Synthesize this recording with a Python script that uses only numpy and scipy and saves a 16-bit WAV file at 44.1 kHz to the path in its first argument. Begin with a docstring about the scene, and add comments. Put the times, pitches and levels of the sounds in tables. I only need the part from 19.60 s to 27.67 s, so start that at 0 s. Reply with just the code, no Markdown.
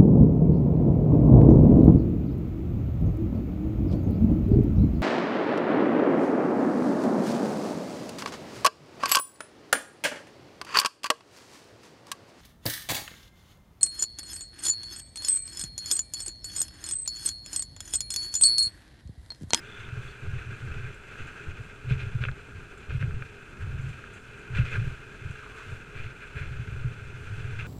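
"""A packed trail in a snowy forest, heard close up from a microphone fixed to a running dog sled.
The runners grind snow grains, which ring through the frame under a fine hiss of powder.
Ruts shake the sled into a low rumble; bumps thump, edges scrape on crust and the joints knock.
Now and then a runner sticks and slips with a thin squeal, and crumbs of ice tick against the sled."""
import sys
import numpy as np
from scipy import signal
from scipy.fft import rfft, irfft
from scipy.io import wavfile
from scipy.ndimage import uniform_filter1d

SR = 44100
rng = np.random.default_rng(int(sys.argv[2]) if len(sys.argv) > 2 else 0)


def pcm_store(signal):
    """Save signal as 16-bit PCM."""
    levels = np.round(np.clip(np.atleast_2d(signal), -1, 1) * 32767)
    wavfile.write(sys.argv[1], SR, levels.astype(np.int16).T)


N = 355887
TIME = np.arange(N) / SR
BINS = np.fft.rfftfreq(16384, 1 / SR)  # Hz
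BOUNCE_HZ, BEND_HZ, MODE_T60_S = 124.7, 61, 0.11  # the sled's two low modes

# Resonances of the frame. Each row: centre in Hz, width in Hz, lift in dB.
FRAME = [(411.2, 83, 12.5), (937, 20, 3.5), (1277, 230, 7), (1425, 180, 9), (1594, 220, 12.5),
         (2123, 70, 6.5), (2406, 160, 8.5), (2598, 210, 9.5), (2877, 190, 1), (3450, 69, 6.5),
         (4090, 250, 3), (6330, 1300, 9.5), (7340, 470, 6)]
# Runner edges biting crust. Each row: start in seconds, length in seconds, relative dB, brightest Hz.
SCRAPES = [(0.779, .05, -45, 2020), (0.898, .04, -49, 1900), (1.244, 0.079, -49.5, 1960),
           (1.751, 0.056, -46, 1510), (2.289, 0.052, -40, 2350), (2.391, 0.05, -42.5, 2460),
           (2.607, 0.063, -43.5, 2500), (3.29, 0.085, -47.5, 2500), (3.4, 0.039, -44, 2300),
           (3.997, 0.055, -50, 1840), (4.946, 0.071, -36, 2230), (5.041, 0.069, -41.5, 2370),
           (5.114, 0.066, -37.5, 2050), (5.152, 0.027, -40, 1710), (6.338, 0.17, -46, 2200),
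           (6.614, 0.039, -44, 1890), (6.752, 0.11, -42.5, 2060), (7.983, 0.045, -40.5, 2290)]


def runners(grind):
    """Two runners grind grains in uneven spurts; each rings the frame with a wavering brightness."""
    # Spectrum of breaking grains. Each row: frequency in Hz, gain in dB.
    grain_colour = [(100, -39), (450, 3.5), (700, -5), (1050, -4), (1900, 1.5), (3000, 0), (3800, -9),
                    (5200, -19), (8000, -24.5), (15000, -48.5)]
    highpass = signal.butter(2, 2000, "high", fs=SR, output="sos")
    out = np.zeros(N)
    for _ in range(2):
        grit = grains(per_s=7000, spread_db=2.5) * gain_of(1.67 * wander(rate=25))
        runner = colour(grit, spectrum(grain_colour) + lift(FRAME))
        treble = signal.sosfiltfilt(highpass, runner)
        out += runner + treble * (gain_of(1.2 * wander(rate=16)) - 1)
    return gain_of(-1.3) * grind * unit_rms(out)


def rumble(jolting):
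    """Ruts jolt the sled on its springy frame, over the soft drone of smooth snow."""
    # Spectra of the jolts and of the drone. Each row: frequency in Hz, gain in dB.
    rumble_colour = [(8, 3.5), (27, -9), (55, -3.5), (100, 0), (150, -8), (200, -24.5), (300, -31.5),
                     (500, -39), (1200, -70)]
    drone_colour = [(10, 3), (30, 15), (70, 5.5), (100, 2.5), (200, 4.5), (320, -1), (450, -6.5), (700, -8),
                    (1500, -16), (4000, -78)]
    jolts = grains(per_s=260, spread_db=2.0)
    shake = colour(jolts, spectrum(rumble_colour) + lift([(BOUNCE_HZ, 28, 8)]))
    # The sled swings as far as the ruts are deep, however thickly the jolts come.
    swing = np.sqrt(uniform_filter1d(shake ** 2, size=3000) + 1e-9 * np.mean(shake ** 2))
    flex = rng.standard_normal(N) * gain_of(1.6 * wander(rate=16))
    drone = colour(flex, spectrum(drone_colour) + lift(FRAME) + lift([(BOUNCE_HZ, 25, 7)]))
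    return jolting * unit_rms(shake / swing) + gain_of(-49.5) * unit_rms(drone)


def bumps():
    """Each bump sets the sled bouncing; the harder it is, the more the frame bends, an octave lower."""
    # Bumps in the trail. Each row: start in seconds, strength in dB.
    hits = [(.735, -29), (2.309, -9), (2.552, -18), (2.604, -25), (2.64, -20.5), (2.687, -32), (3.291, -26),
            (3.347, -18), (3.431, -12.5), (3.521, -23.5), (3.563, -29), (4.987, -8.5), (5.004, -16),
            (5.178, -16.5), (5.214, -16.5), (6.993, -20.5), (7.245, -15.5)]
    out, t = np.zeros(N), np.arange(SR // 2) / SR
    envelope = (1 - np.exp(-t / 0.0054)) * gain_of(-60 * t / MODE_T60_S)
    bounce = np.sin(2 * np.pi * BOUNCE_HZ * t)
    bend = np.sin(2 * np.pi * BEND_HZ * t)
    hardest_db = max(db for _, db in hits)
    for start, db in hits:
        thump = bounce + gain_of(-5.5 + 1.4 * (db - hardest_db)) * bend
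        add(out, start, gain_of(db) * thump * envelope)
    return out


def knocks():
    """A joint strikes home and chatters for a moment."""
    # Joint strikes. Each row: start in seconds, peak in dB, brightest Hz, chatter decay in seconds.
    strikes = [(1.556, -34, 1680, .001), (2.311, -27.5, 1490, 0.00054), (2.6388, -17.5, 2600, 0.0018),
               (2.652, -20.5, 2370, 0.0034), (2.685, -23.5, 1670, 0.004), (2.715, -36, 3600, 0.00062),
               (3.306, -31.5, 1620, 0.0021), (3.4267, -26, 1650, 0.0026), (3.5095, -33.5, 1570, 0.0009),
               (3.6233, -26, 2140, 0.0023), (4.4401, -32.5, 1570, 0.00096)]
    out, t = np.zeros(N), np.arange(SR // 10) / SR
    for start, db, hz, chatter in strikes:
        blow = rng.standard_normal(len(t)) * np.exp(-t / chatter)
        blow[0] += 7  # the first hard strike
        knock = colour(blow, contact(hz, slope_db=24.0, ring=0.82, body_db=-7.5))
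        add(out, start, gain_of(db) * knock / abs(knock).max())
    return out


def scrapes():
    """Coarse crust breaks at once under a runner edge, then crumbles away."""
    out, crust = np.zeros(N), grains(per_s=1700, spread_db=1.0)
    for start, length, db, hz in SCRAPES:
        envelope = bite(length)
        burst = envelope * np.roll(crust, -round(start * SR))[:len(envelope)]
        scrape = colour(burst, contact(hz, slope_db=13, ring=1.0, body_db=-7))
        add(out, start, gain_of(db - 3.5) * unit_rms(scrape))
    return out


def squeals():
    """A runner sticks and slips, feeding one narrow resonance: a thin, fuzzy whistle."""
    # Spells of slipping. Each row: start and length in seconds, level in dB, pitch and width in Hz.
    spells = [(0.02, .27, -57.5, 3450, 300), (0.41, 0.14, -59, 3430, 300), (0.48, .04, -62, 4370, 200),
              (5.805, 0.25, -54, 1210, 330)]
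    out = np.zeros(N)
    slips = grains(per_s=3500, spread_db=4.5) * gain_of(3.5 * wander(rate=39))
    for start, length, db, hz, width in spells:
        drive = slips[round(start * SR):][:int(length * SR)]
        whistle = colour(drive, -20 * np.log10(1 + (2 * (BINS - hz) / width) ** 2))
        add(out, start, gain_of(db) * unit_rms(whistle) * signal.windows.tukey(len(drive), .3))
    return out


def crumbs():
    """Bits of ice tick brightly against the sled."""
    # Ice hitting the sled. Each row: start in seconds, peak in dB, patter decay in seconds.
    hits = [(1.344, -52, .006), (1.612, -57, .013), (1.670, -52, .013), (3.176, -54, .015),
            (4.214, -53.5, 0.022), (4.288, -55, .012), (4.535, -51.5, 0.052), (4.79, -54, .012),
            (5.108, -50, .02), (5.709, -53, .013), (6.119, -58, .013)]
    out, t = np.zeros(N), np.arange(SR // 8) / SR
    for start, db, decay in hits:
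        patter = rng.standard_normal(len(t)) * np.exp(-t / decay)
        tick = colour(patter, contact(8700, slope_db=41, ring=1.8, body_db=-26))
        add(out, start, gain_of(db) * tick / abs(tick).max())
    return out


def powder(grind):
    """Fine snow hisses past the runners, more under pressure and in drifts; scrapes throw up a spray."""
    # Spectrum of the powder. Each row: frequency in Hz, gain in dB.
    powder_colour = [(1500, -5.5), (4500, -0.5), (6500, -11.5), (8300, -2), (10000, -8), (12000, -14.5),
                     (15000, -18)]
    # Soft drifts swishing past. Each row: start in seconds, length in seconds, hiss in dB.
    drifts = [(.37, .14, -62.5), (.9, 0.18, -67), (4.2, 0.1, -63), (5.17, .16, -64), (5.69, .07, -66),
              (5.86, .28, -64), (7.56, 0.29, -65)]
    hiss = colour(grains(per_s=16000, spread_db=3.0), spectrum(powder_colour) + lift(FRAME))
    pressed = gain_of(-63) * unit_rms(grind) ** 0.29  # 0.29 dB of hiss per dB of grinding
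    power = pressed ** 2 + swells(drifts, rise_s=0.032, fall_s=0.031)
    for start, length, db, _ in SCRAPES:
        spray = gain_of(db - 20) * bite(length)
        add(power, start, spray ** 2)
    return gain_of(.5 * wander(rate=13)) * np.sqrt(power) * unit_rms(hiss)


def contact(hz, slope_db, ring, body_db):
    """The frame's response to a contact in dB: falling steeply above hz, and to a dull body below."""
    # How the frame passes on a blow or scrape. Each row: frequency in Hz, gain in dB.
    contact_colour = [(150, -5.5), (550, 7.5), (750, -2), (1400, 3), (4000, 2.5), (12000, -6.5)]
    octaves = np.log2((BINS + 1) / hz)
    fall = -slope_db * (np.sqrt(1 + (2 * octaves) ** 2) - 1)
    hump = np.where(octaves < 0, np.maximum(fall, body_db), fall)
    return ring * lift(FRAME) + spectrum(contact_colour) + hump


def bite(length):
    """The envelope of one scrape: the edge digs in, holds and lets go."""
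    t = np.arange(int(2 * length * SR)) / SR
    return (1 - np.exp(-t / (0.059 * length))) * np.exp(-(t / length) ** 3)


def grains(per_s, spread_db):
    """Random clicks, as of snow crystals breaking, a few larger than the rest."""
    size = gain_of(spread_db * np.minimum(rng.exponential(1, N), 5))
    return unit_rms(size * rng.choice([-1, 1], N) * (rng.random(N) < per_s / SR))


def swells(stretches, rise_s, fall_s):
    """The power at every sample of stretches that each rise, hold and fall."""
    power, t = np.zeros(N), np.arange(SR) / SR
    for start, length, db in stretches:
        swell = (1 - np.exp(-t / rise_s)) * np.exp(-np.maximum(t - length, 0) / fall_s)
        add(power, start, (gain_of(db) * swell) ** 2)
    return power


def wander(rate):
    """A random drift of rms 1, changing up to about rate times a second."""
    hz = np.fft.rfftfreq(N, 1 / SR)
    noise = rfft(rng.standard_normal(N))
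    return unit_rms(irfft(noise * hz / (hz + 2) / (1 + (hz / rate) ** 2), N))


def colour(x, db):
    """Minimum-phase filter with db of gain at every bin, so that resonances ring after each pulse."""
    cepstrum = irfft(np.log(gain_of(np.maximum(db, db.max() - 100))))
    half = len(cepstrum) // 2
    cepstrum[1:half] *= 2
    cepstrum[half + 1:] = 0
    impulse_response = irfft(np.exp(rfft(cepstrum)))[:half]
    return signal.oaconvolve(x, impulse_response)[:len(x)]


def spectrum(points):
    """The dB at every bin, joining the points on a log-frequency axis."""
    hz, db = np.transpose(points)
    return np.interp(np.log(BINS + 1), np.log(hz + 1), db)


def lift(modes):
    """The dB that a set of resonances adds at every bin."""
    return sum(db / (1 + (2 * (BINS - hz) / width) ** 2) for hz, width, db in modes)


def gain_of(db):
    """Decibels to amplitude."""
    return 10 ** (np.asarray(db) / 20)


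def unit_rms(x):
    """Scales to rms 1."""
    return x / np.sqrt(np.mean(x ** 2) + 1e-20)


def add(mix, start, sound):
    """Mixes a sound in at start seconds."""
    part = mix[round(start * SR):][:len(sound)]
    part += sound[:len(part)]


def scene():
    """Everything reaches the microphone through the sled, in mono; the snowy forest gives no echo."""
    # How hard the runners press into the snow. Each row: time in seconds, relative grinding in dB.
    pressure = [(0, -49), (.15, -45), (.62, -47.5), (1.2, -45.5), (1.43, -50), (1.55, -43), (1.85, -45.7),
                (2.15, -49), (2.5, -47), (2.85, -50), (3.8, -49.5), (4.4, -47.5), (4.7, -49), (5.15, -44),
                (5.45, -48), (6.1, -44.5), (6.25, -49.5), (6.95, -46.5), (7.5, -48), (8.06, -44.5)]
    # Rutted stretches of trail. Each row: start in seconds, length in seconds, rumble in dB.
    ruts = [(0.174, .3, -42), (0.312, 0.093, -36), (0.619, 0.16, -32.5), (.85, 0.075, -35.5),
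            (1.0, 0.28, -35.5), (1.583, 0.051, -36), (1.86, 0.032, -31), (1.974, 0.025, -35),
            (2.235, 0.24, -32.5), (2.51, .19, -30), (2.916, .07, -41), (3.271, 0.32, -32),
            (3.98, 0.32, -33.5), (4.9, .14, -29.5), (5.104, 0.19, -30), (5.613, 0.084, -35),
            (6.063, 0.076, -37), (6.35, .11, -35.5), (6.74, 0.27, -35.5), (7.06, 0.24, -34.5),
            (7.352, 0.32, -41), (7.657, .37, -34.5)]
    smooth = gain_of(-53.5)  # the little shaking left on smooth snow
    jolting = np.sqrt(smooth ** 2 + swells(ruts, rise_s=0.016, fall_s=0.033))
    grind = gain_of(np.interp(TIME, *np.transpose(pressure)))
    grind *= (jolting / smooth) ** 0.045  # ruts make the runners grind a little harder
    sliding = runners(grind) + squeals() + powder(grind)
    return (sliding + rumble(jolting) + bumps() + scrapes() + knocks() + crumbs())[None]


def record(dry):
    """The microphone on the sled takes in nothing above about 15 kHz."""
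    lowpass = signal.firwin(511, 15000, window=("kaiser", 9), fs=SR)
    return signal.oaconvolve(dry, lowpass[None], "same")


dry = scene()
out = record(dry)
pcm_store(out)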